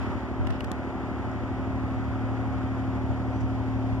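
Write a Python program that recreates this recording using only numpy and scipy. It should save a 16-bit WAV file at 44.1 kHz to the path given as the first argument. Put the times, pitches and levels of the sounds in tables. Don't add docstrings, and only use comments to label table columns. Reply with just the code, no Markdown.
import sys
import numpy as np
from scipy import signal
from scipy.fft import rfft, irfft
from scipy.io import wavfile

SR = 44100
rng = np.random.default_rng(int(sys.argv[2]) if len(sys.argv) > 2 else 0)


def put_to_file(sound):
    columns = np.atleast_2d(sound).T
    safe = np.clip(columns, -1, 1)
    whole_steps = np.round(safe * 32767)
    wavfile.write(sys.argv[1], SR, whole_steps.astype(np.int16))


N = 176400
T = np.arange(N) / SR
HZ = np.maximum(np.arange(N // 2 + 1) * SR / N, 1)
CYCLE_HZ, CYLINDERS, FIRST_BEAT_S = 12.472, 3, .0714
# time in seconds, share (0 facing the ship, 1 turned away).
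TURN = [(0, 0.2), (.9, 0.015), (1.5, 0.39), (2.2, 0.84), (3.2, 0.89), (4, 1.07)]


def exhaust():
    # multiple of the engine cycle, level in dB facing the ship, level in dB turned away.
    orders = [(5, -46.5, -51), (6, -43.5, -37.5), (7, -51.5, -49.5), (8, -51, -43.5), (9, -42, -32.3),
              (12, -58, -61), (13, -56, -54), (15, -47.5, -44.5), (16, -52, -50), (17, -51, -55),
              (18, -45.5, -45.5), (19, -53, -53.5), (20, -63, -57.5), (21, -39.3, -33.2), (22, -54, -53.5),
              (24, -51, -51.5), (25, -60, -57), (26, -48.5, -50), (27, -48, -50), (29, -61, -62.5),
              (30, -46.2, -49.2), (32, -58, -61), (33, -56, -67), (45, -60, -63), (48, -54, -53.5),
              (56, -60, -56.5)]
    # frequency in Hz, left minus right in dB, left lead in radians.
    hum_image = [(75, -3, 1.36), (112, 4, 1.08), (184, 0.5, 0.97), (258, 0, 0.53), (597, 4, 0.13)]
    flutter_hz, flutter_db, wobble_rad, offbeat_lag_rad = 2.8, .6, .1, .95
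    turn, out = in_time(TURN), np.zeros((2, N))
    cycle_rad = 2 * np.pi * CYCLE_HZ * (T - FIRST_BEAT_S)
    sides = np.array([[.5], [-.5]])
    for order, facing_db, away_db in orders:
        balance_db, lead_rad = at_hz(hum_image, order * CYCLE_HZ)
        level_db = facing_db + (away_db - facing_db) * turn + flutter_db * drift(flutter_hz)
        lag_rad = pipe_lag(order * CYCLE_HZ) + offbeat_lag_rad * (order % CYLINDERS > 0)
        phase_rad = order * cycle_rad - lag_rad + wobble_rad * drift(flutter_hz)
        out += np.sqrt(2) * from_db(level_db + sides * balance_db) * np.cos(phase_rad + sides * lead_rad)
    return out


def pipe_lag(hz):
    smear_rad, pipe_low_hz = 4.16, 33.07
    silencer_hz, width_hz = 98.5, 43.5
    return smear_rad * np.log(hz / pipe_low_hz) + 2 * np.arctan((hz - silencer_hz) / width_hz)


def ventilation():
    # frequency in Hz, base density in dB per Hz.
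    roar_spectrum = [(40, -84), (130, -72), (250, -65), (450, -70.5), (620, -68.5), (850, -68.5),
                     (1050, -72), (1400, -93.5), (2500, -150)]
    hiss_spectrum = [(400, -110), (1050, -73), (1300, -70), (1720, -78.5), (2030, -76.5), (2650, -85.5),
                     (3200, -89.5), (3800, -94.5), (4500, -96), (5100, -101), (5750, -99.5), (6400, -102.5),
                     (7000, -102.5), (8000, -109), (9000, -110), (11000, -113.5), (14000, -119)]
    # time in seconds, hiss gain in dB.
    hiss_gain = [(0, 3), (.3, -1.55), (1.2, -1), (2.6, -0.5), (4, 0)]
    # frequency in Hz, left-right likeness (-1 to 1) before the comb.
    base_likeness = [(100, -0.24), (250, 0.43), (480, 0.88), (620, .98), (1100, 1), (1420, 0.98),
                     (1650, 0.28), (2080, -0.98), (2500, -0.32), (2800, 0.29), (3100, 1), (4200, 1),
                     (6300, 0.52), (8300, 0.49), (10000, 0.23), (14000, 0.15)]
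    # frequency in Hz, left minus right in dB.
    balance = [(300, -1.5), (480, 3.5), (700, -0.2), (1300, -0.2), (1950, 3.5), (2500, -2), (3300, 1.5),
               (5000, -0.5)]
    comb_start_hz, comb_lag_s = 3085, .472e-3
    swell_db, chuff_db = .5, .1
    comb = np.cos(2 * np.pi * np.maximum(HZ - comb_start_hz, 0) * comb_lag_s)
    likeness = at_hz(base_likeness, HZ)[0] * comb
    balance_db, = at_hz(balance, HZ)
    roar = noise(roar_spectrum, likeness, balance_db) * from_db(swell_db * drift(4.1))
    hiss = noise(hiss_spectrum, likeness, balance_db) * from_db(in_time(hiss_gain) + swell_db * drift(40))
    firing = np.cos(2 * np.pi * CYLINDERS * CYCLE_HZ * (T - FIRST_BEAT_S))
    return (roar + off_axis(hiss)) * from_db(chuff_db * firing)


def off_axis(hiss):
    # frequency in Hz, gain in dB at a share of 1.
    response = [(900, -4.5), (1400, -3), (2000, -2), (3200, -1), (5000, 0.5), (7000, -0.5), (12000, 0)]
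    # time in seconds, share of that change.
    share = [(1.5, 0), (2.7, 0.29), (3.3, 0.87), (4, 1.27)]
    shaded = irfft(rfft(hiss) * from_db(at_hz(response, HZ)[0]), N)
    return hiss + (shaded - hiss) * in_time(share)


def handling():
    # frequency in Hz, relative level in dB.
    case_spectrum = [(500, 10), (1400, 7), (1900, 6), (2300, -14), (2750, 7), (3150, -0.5), (3500, -1.5),
                     (4300, -11), (5400, -9), (6400, -33), (8000, -54), (14000, -44)]
    snap_spectrum = [(1500, -9), (3600, 2), (6000, 2), (9400, -2), (11000, -7), (14000, -10)]
    thud_spectrum = [(25, -19), (55, -13), (90, 13), (130, 1), (200, -10), (400, -22), (900, -73)]
    brush_spectrum = [(3000, -20), (5200, 5), (6300, -4), (7100, 5), (7800, -8), (9000, -14), (14000, -26)]
    # centre in seconds, length in seconds, gain in dB.
    rubs = [(.04, 0.22, -48), (.55, 0.12, -45)]
    thuds = [(.08, 0.32, -30), (.43, 0.13, -24), (.51, 0.057, -21), (.68, 0.23, -35.5), (2.56, 0.22, -32),
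             (3.1, .08, -32), (3.44, 0.13, -33)]
    brushes = [(1.317, .014, -62), (3.412, 0.029, -59)]
    # start in seconds, gain in dB, slip length in seconds, ring in Hz, share of snap.
    ticks = [(0.206, -44, .002, 3000, .08), (0.4702, -33, .0034, 1800, .11),
             (0.504, -34.5, .0048, 1950, .12), (0.524, -45, .003, 1800, .05),
             (.6055, -32.3, .0034, 2620, .14), (0.6432, -36, .0048, 1900, .22),
             (0.7162, -31, .0014, 3550, .45)]
    attack_s, decay_s = .0014, .0012
    roughness_db, ring_wander_hz, ring_gain = 2.2, 240, .36
    case = rms_one(noise(case_spectrum, 0))
    snap = rms_one(noise(snap_spectrum, 0))
    out = swells(rubs) * from_db(roughness_db * drift(90)) * case
    out += swells(thuds) * rms_one(noise(thud_spectrum, likeness=-.85))
    out += swells(brushes) * rms_one(noise(brush_spectrum, 0))
    for start_s, gain_db, slip_s, ring_hz, snap_share in ticks:
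        rise = np.clip((T - start_s) / attack_s + 1, 0, 1) ** 2
        fall = np.exp(-np.maximum(T - start_s - slip_s, 0) / decay_s)
        ring = np.sin(2 * np.pi * np.cumsum(ring_hz + ring_wander_hz * drift(290)) / SR)
        tick = (1 - snap_share) * (case + ring_gain * ring) + snap_share * snap
        out += from_db(gain_db) * rise * fall * tick
    return out


def wind():
    # frequency in Hz, base density in dB per Hz.
    spectrum = [(20, -84.5), (33, -82.5), (45, -71), (60, -56), (85, -55.5), (115, -62.5), (160, -69.5),
                (250, -72), (1500, -150)]
    # time in seconds, gain in dB.
    gain = [(0, -1), (.25, -3), (.9, -3), (1.4, 2), (2.2, 1), (2.6, -0.5), (3.6, 2), (4, 4)]
    gust_db = .6
    return noise(spectrum, 0) * from_db(in_time(gain) + gust_db * drift(4.1))


def whines():
    # pitch in Hz, wander in Hz.
    pitches = [(742.9, .4), (5981, 7), (7192, 20), (8974, 25)]
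    # level in dB facing the ship, level in dB turned away.
    levels = [(-54, -49), (-91, -81.5), (-106, -89.5), (-104, -95.5)]
    # centre in seconds, length in seconds, top level in dB.
    squeals = [(3.39, .27, -71)]
    turn = in_time(TURN)
    steady = sum(from_db(facing_db + (away_db - facing_db) * turn) * tone(hz, wander_hz)
                 for (hz, wander_hz), (facing_db, away_db) in zip(pitches, levels))
    return steady + swells(squeals) * tone(hz=5981, wander_hz=17.8)


def tone(hz, wander_hz):
    return np.sqrt(2) * np.sin(2 * np.pi * np.cumsum(hz + wander_hz * drift(6.8)) / SR)


def noise(spectrum, likeness, balance_db=0):
    gain = from_db(at_hz(spectrum, HZ)[0]) * np.sqrt(SR) / 2
    mid, side = rfft(rng.standard_normal((2, N))) * gain
    alike, sign = np.clip(likeness, -1, 1), np.array([[1], [-1]])
    left_right = np.sqrt(1 + alike) * mid + np.sqrt(1 - alike) * side * sign
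    return irfft(left_right * from_db(sign * balance_db / 2), N)


def swells(rows):
    return sum(from_db(db) * np.cos(np.pi * np.clip((T - centre_s) / length_s, -.5, .5)) ** 2
               for centre_s, length_s, db in rows)


def drift(rate_hz):
    return rms_one(irfft(rfft(rng.standard_normal(N)) / (1 + (HZ / rate_hz) ** 2), N))


def in_time(rows):
    return np.interp(T, *np.transpose(rows))


def at_hz(rows, hz):
    row_hz, *columns = np.transpose(rows)
    return [np.interp(np.log(hz), np.log(row_hz), column) for column in columns]


def from_db(db):
    return 10 ** (np.asarray(db) / 20)


def rms_one(x):
    return x / np.sqrt(np.mean(x ** 2) + 1e-20)


def scene():
    return exhaust() + ventilation() + whines() + wind() + handling()


def record(dry):
    cutoff_hz = 14300
    return signal.sosfilt(signal.ellip(10, .1, 80, cutoff_hz, fs=SR, output="sos"), dry)


dry = scene()
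out = record(dry)
put_to_file(out)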